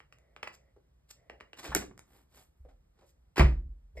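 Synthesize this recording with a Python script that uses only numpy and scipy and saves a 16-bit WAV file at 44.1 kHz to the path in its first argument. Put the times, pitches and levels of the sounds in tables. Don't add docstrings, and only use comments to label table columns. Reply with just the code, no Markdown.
import sys
import numpy as np
from scipy import signal
from scipy.fft import rfft, irfft
from scipy.io import wavfile
from scipy.ndimage import uniform_filter1d

SR = 44100
rng = np.random.default_rng(int(sys.argv[2]) if len(sys.argv) > 2 else 0)


def bounce(signal):
    frames = np.transpose(np.atleast_2d(signal))
    limited = np.clip(frames, -1, 1)
    pcm = np.round(limited * 32767).astype(np.int16)
    wavfile.write(sys.argv[1], SR, pcm)


N = 176400
T = np.arange(N) / SR
HZ = np.fft.rfftfreq(N, 1 / SR)

# frequency_hz, level_db
PAPER_SPECTRUM = [(60, -21.5), (250, -2), (600, 0.5), (1800, 2), (3600, 3.5), (7500, 3), (10500, -2),
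                  (15000, -3.5)]


def amp(db):
    return 10 ** (np.asarray(db) / 20)


def curve_at(points, hz):
    frequencies, values = np.transpose(points)
    return np.interp(np.log(hz + 1), np.log(frequencies), values)


def at_level(x, db):
    return x * amp(db) * np.sqrt(SR / 100 / np.sum(x ** 2))


def add(mix, start_s, sound):
    part = mix[max(round(start_s * SR), 0):][:len(sound)]
    part += sound[:len(part)]


def pulse(points, tilt=0, bass_lag_s=0, size=2048):
    hz = abs(np.fft.fftfreq(size, 1 / SR))
    bins, half_lag_hz = size // 2 + 1, 1400
    level_db = curve_at(points, hz) + tilt * np.log2(np.maximum(hz, 300) / 1000)
    spectrum = np.exp(np.conj(signal.hilbert(np.log(amp(level_db)))))[:bins]
    lag_cycles = bass_lag_s * half_lag_hz * np.arctan(hz[:bins] / half_lag_hz)
    click = irfft(spectrum * np.exp(-2j * np.pi * lag_cycles)) * np.hanning(2 * size)[size:]
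    return click / np.linalg.norm(click)


def contacts(rise_s, decay_s, size=8192):
    t = T[:size]
    return rng.standard_normal(size) * (1 - np.exp(-t / rise_s)) * np.exp(-t / decay_s)


def snap(rise_s):
    force = contacts(rise_s, decay_s=0.0012)
    force *= 0.55 / np.linalg.norm(force)
    force[0] += 1
    return force


def damped_mode(hz, db, t60_s, t):
    return amp(db - 60 * t / t60_s) * np.sin(2 * np.pi * hz * t)


def ringing(modes, t60_s):
    return sum(rng.choice([1, -1]) * damped_mode(hz, db, t60_s, T[:SR // 2]) for hz, db in modes)


def room(x, wet_db):
    # frequency_hz, t60_s
    decay_times = [(100, 0.63), (400, 0.27), (1000, 0.23), (2700, 0.22), (7000, 0.23), (15000, 0.15)]
    tail_delay_s, glass_echo_s = 0.0056, 0.0027
    reflections = rng.standard_normal((2, SR)) * (T[:SR] > tail_delay_s)
    hz, t, bands = signal.stft(reflections, SR, nperseg=256)
    decay = amp(-60 * t / curve_at(decay_times, hz)[:, None])
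    response = signal.istft(bands * decay, SR, nperseg=256)[1]
    response *= amp(wet_db) / np.linalg.norm(response[0])
    response[1] *= amp(-6.5)
    response[0, 0] += 1
    response[0, round(glass_echo_s * SR)] += 0.055
    return signal.fftconvolve(x[None], response, axes=1)[:, :N]


def quiet_room():
    # frequency_hz, level_db
    rumble = [(20, -25), (40, -10.5), (64, -0.5), (90, -13.5), (130, -10.5), (200, -22.5), (400, -30),
              (1200, -37.5), (2500, -42.5), (15000, -52.5)]
    mid_db, side_db = -68, -71.5
    noise = irfft(rfft(rng.standard_normal((2, N))) * amp(curve_at(rumble, HZ)), N)
    return noise / noise[0].std() * amp([[mid_db], [side_db]])


def thumb_rubs():
    # start_s, end_s, level_db
    drags = [(0.087, 0.73, -75.5), (1.136, 1.53, -74)]
    # frequency_hz, level_db
    spectrum = [(150, -26.5), (400, -2.5), (600, 7), (850, -12), (1650, -17), (2000, -2.5), (2600, -19.5),
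                (9000, -41)]
    out, fade_s = np.zeros(N), 0.0355
    for start_s, end_s, db in drags:
        rasp = signal.oaconvolve(rng.standard_normal(N), pulse(spectrum))[:N]
        out += amp(db) * rasp * np.clip(np.minimum(T - start_s, end_s - T) / fade_s, 0, 1)
    return room(out, wet_db=-8.5)


def stick_slip(strokes, spectrum):
    slips_per_s, slip_spread_db, flutter_db, flutter_s = 9000, 2, 2.3, 0.006
    out = np.zeros(N)
    for peak_s, rise_s, fall_s, db, tilt in strokes:
        slips = rng.standard_normal(N) * (rng.random(N) < slips_per_s / SR)
        slips *= amp(slip_spread_db * np.minimum(rng.exponential(1, N), 4))
        flutter = uniform_filter1d(rng.standard_normal(N), round(flutter_s * SR))
        from_peak = abs(T - peak_s) / np.where(T < peak_s, rise_s, fall_s)
        envelope = amp(db + flutter_db * flutter / flutter.std() - 20 * from_peak ** 1.7)
        out += signal.oaconvolve(envelope * slips / slips.std(), pulse(spectrum, tilt))[:N]
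    return out


def book_slides():
    # peak_s, rise_s, fall_s, level_db, tilt_db_per_octave
    slides = [(1.106, 0.023, 0.013, -62, 0), (1.597, 0.03, 0.016, -47, -2.5),
              (1.655, 0.04, 0.04, -45.5, -3), (1.69, 0.1, 0.11, -50.5, -5.5),
              (1.799, 0.014, 0.059, -53, -3.5), (2.18, 0.17, 0.077, -68, -5.5),
              (2.388, 0.085, 0.074, -62.5, -3.5), (2.695, 0.014, .05, -69.5, -6.5),
              (3.009, 0.054, 0.08, -69, -5.5), (3.091, 0.054, 0.041, -70.5, 2.5),
              (3.981, 0.026, 0.11, -65.5, 1)]
    # peak_s, rise_s, fall_s, level_db, tilt_db_per_octave
    swishes = [(.547, 0.028, .012, -57.5, -2), (1.112, 0.01, .005, -47.5, 0)]
    # frequency_hz, level_db
    edge_spectrum = [(300, -16), (1540, -12), (3900, -11.5), (4750, -4), (5600, -7), (7550, -5.5),
                     (10000, -17), (13700, -14)]
    # peak_s, rise_s, fall_s, level_db, tilt_db_per_octave
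    glides = [(2.155, 0.11, 0.11, -71, -1.5), (2.385, 0.079, .1, -65, -2), (2.62, .25, .2, -89, 0)]
    # frequency_hz, level_db
    cover_spectrum = [(4500, -15.5), (8000, -0.5), (12500, 1.5)]
    leaves = stick_slip(slides, PAPER_SPECTRUM)
    edges = stick_slip(swishes, edge_spectrum)
    cover = stick_slip(glides, cover_spectrum)
    return room(leaves + edges + cover, wet_db=-8.5)


def bumps_and_pops():
    # start_s, level_db, pitch_hz, decay_s
    bumps = [(0.763, -58.5, 467, 0.0089), (1.329, -55.5, 490, 0.016), (1.662, -46, 328, 0.0075),
             (1.717, -39, 950, .008), (1.726, -42.5, 1590, 0.0049), (2.649, -54.5, 469, 0.014),
             (2.686, -61.5, 549, 0.0095), (3.019, -60.5, 539, 0.011), (3.361, -43.5, 963, 0.011),
             (3.952, -59, 460, 0.012)]
    # start_s, level_db
    pops = [(1.7553, -32.5), (1.7652, -30), (3.381, -28)]
    # pitch_hz, level_db, t60_s
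    book_modes = [(320, -0.5, 0.026), (367, 3, 0.059)]
    out, hz, width_octaves = np.zeros(N), np.geomspace(20, 20000, 120), 0.28
    for start_s, db, pitch_hz, decay_s in bumps:
        octaves = np.log2(hz / pitch_hz)
        peak_db = -14.5 * np.log10(1 + (octaves / width_octaves) ** 2)
        spectrum = np.c_[hz, peak_db - 4 * np.maximum(octaves, 0)]
        bump = signal.fftconvolve(contacts(0.001, decay_s), pulse(spectrum))
        add(out, start_s, at_level(bump, db))
    pop = sum(damped_mode(*mode, T[:SR // 4]) for mode in book_modes)
    for start_s, db in pops:
        add(out, start_s, at_level(pop, db))
    return room(out, wet_db=-8.5)


def click_and_page_flicks():
    # start_s, level_db, tilt_db_per_octave
    flicks = [(.003, -56.5, -2), (0.125, -56.5, 1.5), (0.3635, -52, -2.5), (0.4294, -42.5, -1),
              (0.4317, -42.5, -1), (0.473, -45, -3), (0.476, -44, -1.5), (1.298, -47.5, -3.5),
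              (1.402, -58.5, 0), (1.408, -49.5, -4), (1.532, -50, -1.5)]
    # frequency_hz, level_db
    spectrum = [(60, -25), (200, -20.5), (450, -4.5), (1200, -8.5), (2800, 3.5), (3800, -16), (5200, -14),
                (8000, -27), (15000, -44)]
    # pitch_hz, level_db
    page_modes = [(800, -2.5), (1205, 4.5), (1930, 5.5), (2325, -4), (2750, -2.5)]
    out = np.zeros(N)
    for start_s, db, tilt in flicks:
        detune = rng.normal(1, 0.03)
        ring = ringing([(hz * detune, mode_db) for hz, mode_db in page_modes], t60_s=0.018)
        rustle = signal.fftconvolve(contacts(0.001, decay_s=0.007), pulse(PAPER_SPECTRUM, tilt - 2))
        chirp = signal.fftconvolve(pulse(spectrum, tilt, bass_lag_s=0.0022), snap(rise_s=0.0004))
        add(out, start_s, at_level(chirp, db))
        add(out, start_s, at_level(ring, db - 6.5))
        add(out, start_s, at_level(rustle, db - 13))
    return room(out, wet_db=-8)


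def tick_and_cover_cracks():
    # start_s, level_db, tilt_db_per_octave
    cracks = [(0.186, -70, -4.5), (1.7498, -24.5, 1), (1.7514, -36.5, -5), (1.7613, -37, -5),
              (1.978, -56.5, -5.5), (1.993, -53, -4.5)]
    # frequency_hz, level_db
    spectrum = [(100, -9.5), (700, -10.5), (1600, -4), (2400, -2.5), (3000, -6), (4300, -9), (6000, 2.5),
                (11000, -1), (15000, -5.5)]
    out = np.zeros(N)
    for start_s, db, tilt in cracks:
        crack = signal.fftconvolve(snap(rise_s=0.00033), pulse(spectrum, tilt))
        add(out, start_s, at_level(crack, db))
    return room(out, wet_db=-8)


def page_slaps():
    # start_s, level_db, decay_s, tilt_db_per_octave
    slaps = [(1.649, -45, 0.0067, 2), (1.7505, -29.5, .0025, 1.5), (1.764, -35.5, .01, 3),
             (1.818, -43.5, 0.0074, -2.5), (1.911, -55.5, 0.0058, -4.5), (3.359, -45.5, 0.015, 3),
             (3.368, -35, 0.015, 1), (3.379, -28, 0.015, 2.5), (3.3944, -22, 0.0061, -1),
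             (3.407, -23.5, 0.01, -3), (3.421, -31, 0.035, -2)]
    # frequency_hz, level_db
    spectrum = [(50, -14), (180, -1.5), (400, -0.5), (1000, -2.5), (2500, -2), (3600, -12.5), (5200, -14),
                (8000, -25.5), (15000, -33)]
    out = np.zeros(N)
    for start_s, db, decay_s, tilt in slaps:
        slap = signal.fftconvolve(contacts(0.00043, decay_s), pulse(spectrum, tilt))
        add(out, start_s, at_level(slap, db))
    return room(out, wet_db=-8)


def hollow_scuff():
    # pitch_hz, level_db
    modes = [(425, -9.5), (520, 1), (595, -5), (2040, -10.5), (2150, -7.5), (5100, -18.5)]
    out = np.zeros(N)
    scuff = signal.fftconvolve(ringing(modes, t60_s=0.035), contacts(0.001, decay_s=0.029))
    add(out, start_s=3.969, sound=at_level(scuff, db=-42))
    return room(out, wet_db=-13.5)


def glass_ring():
    # pitch_hz, level_db
    modes = [(533, -2), (662, 5), (731, 2), (848, -2), (1004, 0.5), (1161, 5.5), (1556, -4), (1932, -3.5),
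             (2169, 1.5), (2331, 5)]
    landing_s, rise_s, side_gain = 3.395, 0.0058, 0.7
    swell = 1 - np.exp(-T[:SR // 2] / rise_s)
    mid, side = np.zeros((2, N))
    for channel in (mid, side):
        add(channel, landing_s, at_level(swell * ringing(modes, t60_s=0.13), db=-26.5))
    return room(mid, wet_db=-13.5) + [np.zeros(N), side_gain * side]


def table_boom():
    # start_s, gain_db, rise_s, tilt_db_per_octave
    pushes = [(1.683, -45, 0.0042, 5.5), (1.753, -51, 0.0034, -2), (2.596, -52.5, 0.0089, -15),
              (3.3962, -18.5, 0.002, 5), (3.44, -20.5, 0.0024, -3), (3.65, -44.5, .006, -3),
              (3.928, -45.5, 0.024, -10)]
    # pitch_hz, level_db, t60_s
    modes = [(39.93, -8.5, 0.78), (46.6, -10.5, 0.82), (61.1, 8.5, 0.39), (139.15, -4, 0.26),
             (174, -21.5, .3), (199.5, -18, .3), (268, -34.5, 0.56), (339, -25, 0.34)]
    out, t = np.zeros(N), T[:SR]
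    for start_s, gain_db, rise_s, tilt in pushes:
        ring = sum(damped_mode(hz, db + tilt * np.log2(hz / 64), t60_s, t) for hz, db, t60_s in modes)
        swell = 1 - np.exp(-(t / rise_s) ** 2)
        add(out, start_s, amp(gain_db) * ring * swell)
    return np.array([out, np.zeros(N)])


def scene():
    # frequency_hz, phase_rad
    port_phase = [(0, 0), (500, -.45), (1500, -.3), (2700, 2.2), (5000, 1.3), (5950, 3.14), (7800, 6.2),
                  (8300, 6.4), (10250, 9.45), (12300, 12.5), (12900, 12.7), (14800, 15.7)]
    # frequency_hz, gain_db
    width = [(60, -19), (150, -7.5), (500, 7.5), (4000, -3), (6000, -6), (8000, -16)]
    sources = (book_slides() + click_and_page_flicks() + thumb_rubs() + glass_ring() + hollow_scuff()
               + tick_and_cover_cracks() + page_slaps() + bumps_and_pops() + table_boom() + quiet_room())
    near, diffuse = rfft(sources)
    half_phase = np.interp(HZ, *np.transpose(port_phase)) / 2
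    spread = np.maximum(amp(curve_at(width, HZ)), 1.3 * abs(np.sin(half_phase)))
    mid = near * np.cos(half_phase)
    side = 1j * near * np.sin(half_phase) + diffuse * spread
    return irfft([mid + side, mid - side], N) * amp([[-0.3], [0.3]])


def record(dry):
    low_cut_hz, high_cut_hz = 31, 15850
    highpass = signal.butter(4, low_cut_hz, "high", fs=SR, output="sos")
    lowpass = signal.firwin(301, high_cut_hz, window=("kaiser", 9), fs=SR)
    return signal.oaconvolve(signal.sosfilt(highpass, dry), lowpass[None], "same")


dry = scene()
out = record(dry)
bounce(out)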